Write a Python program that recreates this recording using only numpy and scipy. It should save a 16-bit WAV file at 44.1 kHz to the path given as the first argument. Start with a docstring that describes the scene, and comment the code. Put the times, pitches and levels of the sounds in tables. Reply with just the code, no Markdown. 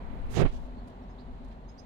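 """Outdoors, a hand shifts its grip on the camera. Skin rasps across the case by the right microphone
port, sticks and slips in a low judder that rings the case, squeaks once and bumps the body, with light
brushes and faint scuffs before and after. Behind it sit a distant traffic rumble with an engine drone,
an airy hiss, light wind on the ports and a few rising chirps of small birds."""
import sys
import numpy as np
from scipy import signal
from scipy.fft import rfft, irfft
from scipy.io import wavfile

SR = 44100
rng = np.random.default_rng(int(sys.argv[2]) if len(sys.argv) > 2 else 0)


def unload_audio(sound):
    """Save the sound as a 16-bit wav file, at the path given as the first command line argument."""
    columns = np.transpose(np.atleast_2d(sound))
    # keep every value between -1 and 1, then stretch to whole-number steps
    steps = np.round(np.clip(columns, -1, 1) * 32767)
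    wavfile.write(sys.argv[1], SR, steps.astype(np.int16))


N = 81585


def undb(db):
    """Decibels to gain."""
    return 10 ** (np.asarray(db) / 20)


def unit(x):
    """Scale to rms 1."""
    return x / np.sqrt(np.mean(x ** 2))


def clock():
    """Time of each sample in seconds."""
    return np.arange(N) / SR


def fader(curve):
    """Gain ride through (t/s, level/dB) points, fading fast outside them."""
    s, db = np.array(curve).T
    t = clock()
    outside = np.maximum(s[0] - t, 0) + np.maximum(t - s[-1], 0)
    return undb(np.interp(t, s, db)) * np.exp(-20 * outside)


def colour(x, points):
    """EQ through (f/Hz, level/dB) points, rolled off below the first; rms 1."""
    hz, db = np.array(points).T
    f = np.maximum(np.fft.rfftfreq(N, 1 / SR), 1)
    gain = undb(np.interp(np.log(f), np.log(hz), db)) * np.minimum(f / hz[0], 1) ** 2
    return unit(irfft(rfft(x) * gain, N))


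def noise():
    """White noise."""
    return rng.standard_normal(N)


def band(hz, width_hz):
    """A band of noise around one frequency; rms 1."""
    f = np.fft.rfftfreq(N, 1 / SR)
    return unit(irfft(rfft(noise()) / (1 + ((f - hz) / width_hz * 2) ** 4), N))


def grains(per_s, scatter_db):
    """Dense tiny clicks at random times, their sizes spread by scatter_db."""
    clicks = (rng.random(N) < per_s / SR) * np.sign(noise())
    return clicks * undb(scatter_db * np.minimum(rng.exponential(size=N), 4))


def swell(start, length, attack, release):
    """Attack, hold and exponential release, in seconds."""
    t = clock() - start
    return np.clip(t / attack, 0, 1) * np.exp(-np.maximum(t - length, 0) / release)


def near_right(make, left_db):
    """A sound at the right port and its weaker, unrelated share at the left."""
    return np.array([undb(left_db) * make(), make()])


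def engine():
    """A far engine drones in narrow bands of noise."""
    drones = [(46.1, 12.4, -45.5), (219.7, 32, -59.5), (250, 30.6, -54.5), (382.7, 22, -65),
              (673, 65, -65.5)]  # engine bands: f/Hz, width/Hz, level/dB
    ride = [(0, -1.5), (.8, 1), (1.55, -1.5), (1.85, -9.5)]  # swell and fade: t/s, level/dB
    return sum(undb(db) * band(hz, width_hz) for hz, width_hz, db in drones) * fader(ride)


def traffic(port_spacing_m=.1, left_lead_s=.00034):
    """Diffuse rumble, alike at both ports in the bass, and the engine; both reach the left first."""
    eq = [(25, -1), (60, 4), (110, -3), (180, -2), (270, -3), (320, -9.5), (700, -9), (950, -10.5),
          (1300, -20.5), (2000, -25.5), (3000, -37.5), (4200, -48), (5500, -54), (9000, -56.5),
          (15000, -58)]  # rumble spectrum: f/Hz, level/dB
    ride = [(0, -44), (.6, -47), (1.05, -47.5), (1.45, -49), (1.85, -50)]  # rumble loudness: t/s, level/dB
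    likeness = .93 * np.sinc(2 * np.fft.rfftfreq(N, 1 / SR) * port_spacing_m / 343)
    mid, side = (irfft(rfft(noise()) * np.sqrt(1 + sign * likeness), N) for sign in (1, -1))
    rumble = np.array([colour(mid + side, eq), colour(mid - side, eq)]) * fader(ride)
    engine_side = undb(-20.5) * np.array([[1], [-1]]) * engine()
    left, right = rumble + engine() + engine_side
    return np.array([left, np.interp(clock() - left_lead_s, clock(), right)])


def air():
    """A faint airy hiss, stronger on the right."""
    eq = [(1500, -2), (2800, 1.5), (4200, 0), (5200, -12), (7000, -13.5), (10000, -24), (15000, -31)]  # hiss spectrum: f/Hz, level/dB
    ride = [(0, -67.5), (.7, -66.5), (1.2, -68.5), (1.5, -67.5), (1.6, -70.5), (1.85, -67.5)]  # hiss loudness: t/s, level/dB
    return fader(ride) * near_right(lambda: colour(noise(), eq), left_db=-7)


def wind(right_db=-8):
    """Light, low buffeting, different at each port."""
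    gusts = [(0, -44.5), (.22, -31.5), (.36, -32.5), (.6, -36.5), (.75, -45.5), (1.15, -66), (1.29, -40.5),
             (1.42, -48.5), (1.85, -57)]  # wind on the ports: t/s, level/dB
    eq = [(15, 15.5), (35, -1.5), (70, -2), (130, -19), (250, -33.5), (800, -65.5)]  # buffeting spectrum: f/Hz, level/dB
    return fader(gusts) * np.array([colour(noise(), eq), undb(right_db) * colour(noise(), eq)])


def rasp():
    """Skin ridges catch on the case in thousands of tiny clicks a second."""
    ride = [(0, -56.5), (.29, -55), (.335, -45.5), (.37, -35), (.412, -30), (.432, -32), (.443, -43.5),
            (.46, -32), (.49, -52), (.6, -69), (.7, -79)]  # loudness of the drag: t/s, level/dB
    eq = [(300, 8), (800, 6), (1400, 4), (2400, 0.5), (4000, -12), (5500, -28), (9000, -33), (15000, -43)]  # rasp spectrum: f/Hz, level/dB
    return fader(ride) * near_right(lambda: colour(grains(per_s=4400, scatter_db=0), eq), left_db=-39)


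def skin_hiss(eq, tilt):
    """Grainy hiss of light skin contact, its EQ tilted by so many dB per octave."""
    tilted = [(hz, db + tilt * np.log2(hz / eq[0][0])) for hz, db in eq]
    return near_right(lambda: colour(grains(per_s=9000, scatter_db=-.5), tilted), left_db=-26)


def brushes():
    """Skin sweeps lightly over the case in soft strokes of hiss."""
    # strokes: t/s, length/s, attack/s, level/dB, tilt/(dB per octave)
    strokes = [(0.104, 0.067, .02, -78, 21), (0.292, 0.069, 0.032, -51, 8.5),
               (0.332, 0.0837, 0.04, -39.5, -1.5), (0.441, 0.06, 0.008, -57, -4.5),
               (0.505, 0.07, 0.018, -59, 1.5), (.57, 0.098, .01, -71, 5)]
    eq = [(1000, -20), (3000, 7.5), (5000, 0.5), (6800, -3), (8500, -9), (12000, -17), (14000, -27),
          (15500, -25)]  # brush spectrum: f/Hz, level/dB
    return sum(undb(db) * swell(start, length, attack, release=.0076) * skin_hiss(eq, tilt)
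               for start, length, attack, db, tilt in strokes)


def scuffs():
    """Fingers graze the case in tiny ticks of hiss."""
    touches = [(0.215, 0.0016, -70, 1), (0.262, .008, -72, 6), (0.873, 0.011, -63.5, 2),
               (0.898, .004, -64, -1), (1.445, 0.0056, -65.5, 1), (1.479, .008, -70.5, 1),
               (1.512, 0.021, -62.5, -6)]  # finger touches: t/s, length/s, level/dB, tilt/(dB per octave)
    eq = [(1200, -1), (3500, 5), (7000, -3.5), (10000, -7.5), (12500, -13), (15000, -26)]  # scuff spectrum: f/Hz, level/dB
    return sum(undb(db) * swell(start, length, attack=.0018, release=.007) * skin_hiss(eq, tilt)
               for start, length, db, tilt in touches)


def slips(rate_hz=165, jitter=.25, scatter_db=2, noise_db=-3, ring_db=-6.5):
    """Skin sticks and slips at an uneven rate; each slip knocks the case and rings it briefly."""
    eq = [(50, -26), (90, 5), (135, 6.5), (200, -5.5), (420, -4), (700, -7), (1000, -21.5), (2000, -32.5),
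          (6000, -65)]  # knock spectrum: f/Hz, level/dB
    modes = [(141.5, 0.079, 0.5), (296, 0.018, 1), (413, 0.037, -5), (496, 0.019, -4.5), (706, 0.021, -14)]  # case resonances: f/Hz, t60/s, level/dB
    gap, size = rng.standard_normal((400, 2)).T
    onsets = (np.cumsum(np.exp(jitter * gap)) * SR / rate_hz).astype(int)
    pulses = np.bincount(onsets, undb(scatter_db * size), N)[:N]
    kicks = unit(signal.hilbert(pulses).imag)  # each pulse becomes a two-way swing
    force = kicks + undb(noise_db) * noise()
    t = clock()
    case = sum(undb(db - 60 * t / t60) * np.sin(2 * np.pi * hz * t) for hz, t60, db in modes)
    ring = unit(signal.fftconvolve(force, case)[:N])
    return unit(colour(force, eq) + undb(ring_db) * ring)


def judder():
    """The dragging finger shudders in one short, low burst of slips by the right port."""
    ride = [(.30, -69), (.348, -39), (.362, -32.5), (.371, -17), (.395, -20.5), (.42, -15.5), (.44, -27.5),
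            (.457, -20.5), (.485, -54), (.53, -49)]  # stick-slip loudness: t/s, level/dB
    return near_right(slips, left_db=-29) * fader(ride)


def bumps():
    """The hand presses and lets go; each bump is one soft swing of pressure at the ports."""
    # swings: t/s, width/s, level/dB, left minus right/dB, polarity (1 suction first, -1 push first)
    swings = [(0.3227, 0.0024, -40.5, 21, 1), (.413, .0045, -52, -8, 1), (0.435, 0.0034, -29, -16, -1),
              (0.4463, 0.0018, -25, 13, -1), (0.452, .012, -26, -21, 1), (0.491, 0.007, -33.5, -22, 1)]
    pressure = 0
    for centre, width, db, pan_db, polarity in swings:
        u = (clock() - centre) / width
        gains = undb(db + np.array([[pan_db], [-pan_db]]) / 2)
        pressure = pressure + np.sign(polarity) * gains * u * np.exp((1 - u ** 2) / 2)
    return pressure


def squeak(at_s=.366, width_s=.016, peak_db=-46):
    """The skin hisses at one pitch just before it grips."""
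    envelope = undb(peak_db) * np.exp(-((clock() - at_s) / width_s) ** 2)
    return envelope * near_right(lambda: band(6500, width_hz=1600), left_db=-39)


def birds(left_db=-15, echo_db=-10, echo_delay_s=.015, echo_t60_s=.11):
    """Short, slightly airy whistles that rise and level off, with a brief echo from the walls."""
    # whistles: t/s, length/s, start f/Hz, end f/Hz, level/dB, wobble/share of pitch,
    # bend (1 is a straight rise, more levels off)
    chirps = [(0.77, 0.043, 4320, 4340, -67.5, 0.019, 1.5), (1.024, 0.026, 5450, 5550, -77, .01, 1.5),
              (1.083, 0.043, 6200, 6550, -75, .012, 1.8), (1.088, 0.051, 4900, 5270, -75, .012, 1.8),
              (1.172, 0.053, 3160, 4680, -61.5, 0.063, 1.8), (1.192, 0.055, 3700, 4170, -73, 0.075, 1.5),
              (1.678, 0.034, 6360, 6460, -65.5, .005, 1.3), (1.683, 0.029, 4870, 5210, -61.5, 0.0059, 1.5),
              (1.705, 0.023, 6520, 6580, -70.5, .006, 1.5), (1.772, 0.032, 5660, 6020, -65, 0.0065, 1.6),
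              (1.789, 0.02, 5850, 6400, -60, .008, 1.1), (1.778, .032, 4650, 5130, -53, .003, 2.5)]
    hiss_eq = [(4500, 2), (7000, -2), (10000, -7), (13000, -14), (15000, -24)]  # airy edge of each chirp: f/Hz, level/dB
    hiss = undb(-22) * colour(noise(), hiss_eq)
    t, song = clock(), 0
    for start, length, start_hz, end_hz, db, wobble, bend in chirps:
        progress = np.clip((t - start) / length, 0, 1)
        glide_hz = end_hz + (start_hz - end_hz) * (1 - progress) ** bend
        hz = glide_hz * (1 + wobble * band(160, width_hz=250))
        whistle = np.sqrt(2) * np.sin(2 * np.pi * np.cumsum(hz) / SR)
        song = song + undb(db) * np.sin(np.pi * progress) * (whistle + hiss)
    tail = (t > echo_delay_s) * undb(-60 * t / echo_t60_s)

    def with_echo():
        walls = unit(tail * noise()) / np.sqrt(N)
        return song + undb(echo_db) * signal.fftconvolve(song, walls)[:N]
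    return np.array([undb(left_db) * with_echo(), with_echo()])


def scene():
    """The hand on the camera over the outdoor bed and the birds."""
    bed = traffic() + air() + wind()
    hand = rasp() + brushes() + scuffs() + judder() + bumps() + squeak()
    return bed + hand + birds()


def record(dry, fade_in_s=.003, top_hz=15750):
    """A quick fade-in and a steep cut of the top end."""
    opened = dry * np.minimum(clock() / fade_in_s, 1)
    return signal.sosfilt(signal.ellip(10, .2, 80, top_hz, fs=SR, output="sos"), opened)


dry = scene()
out = record(dry)
unload_audio(out)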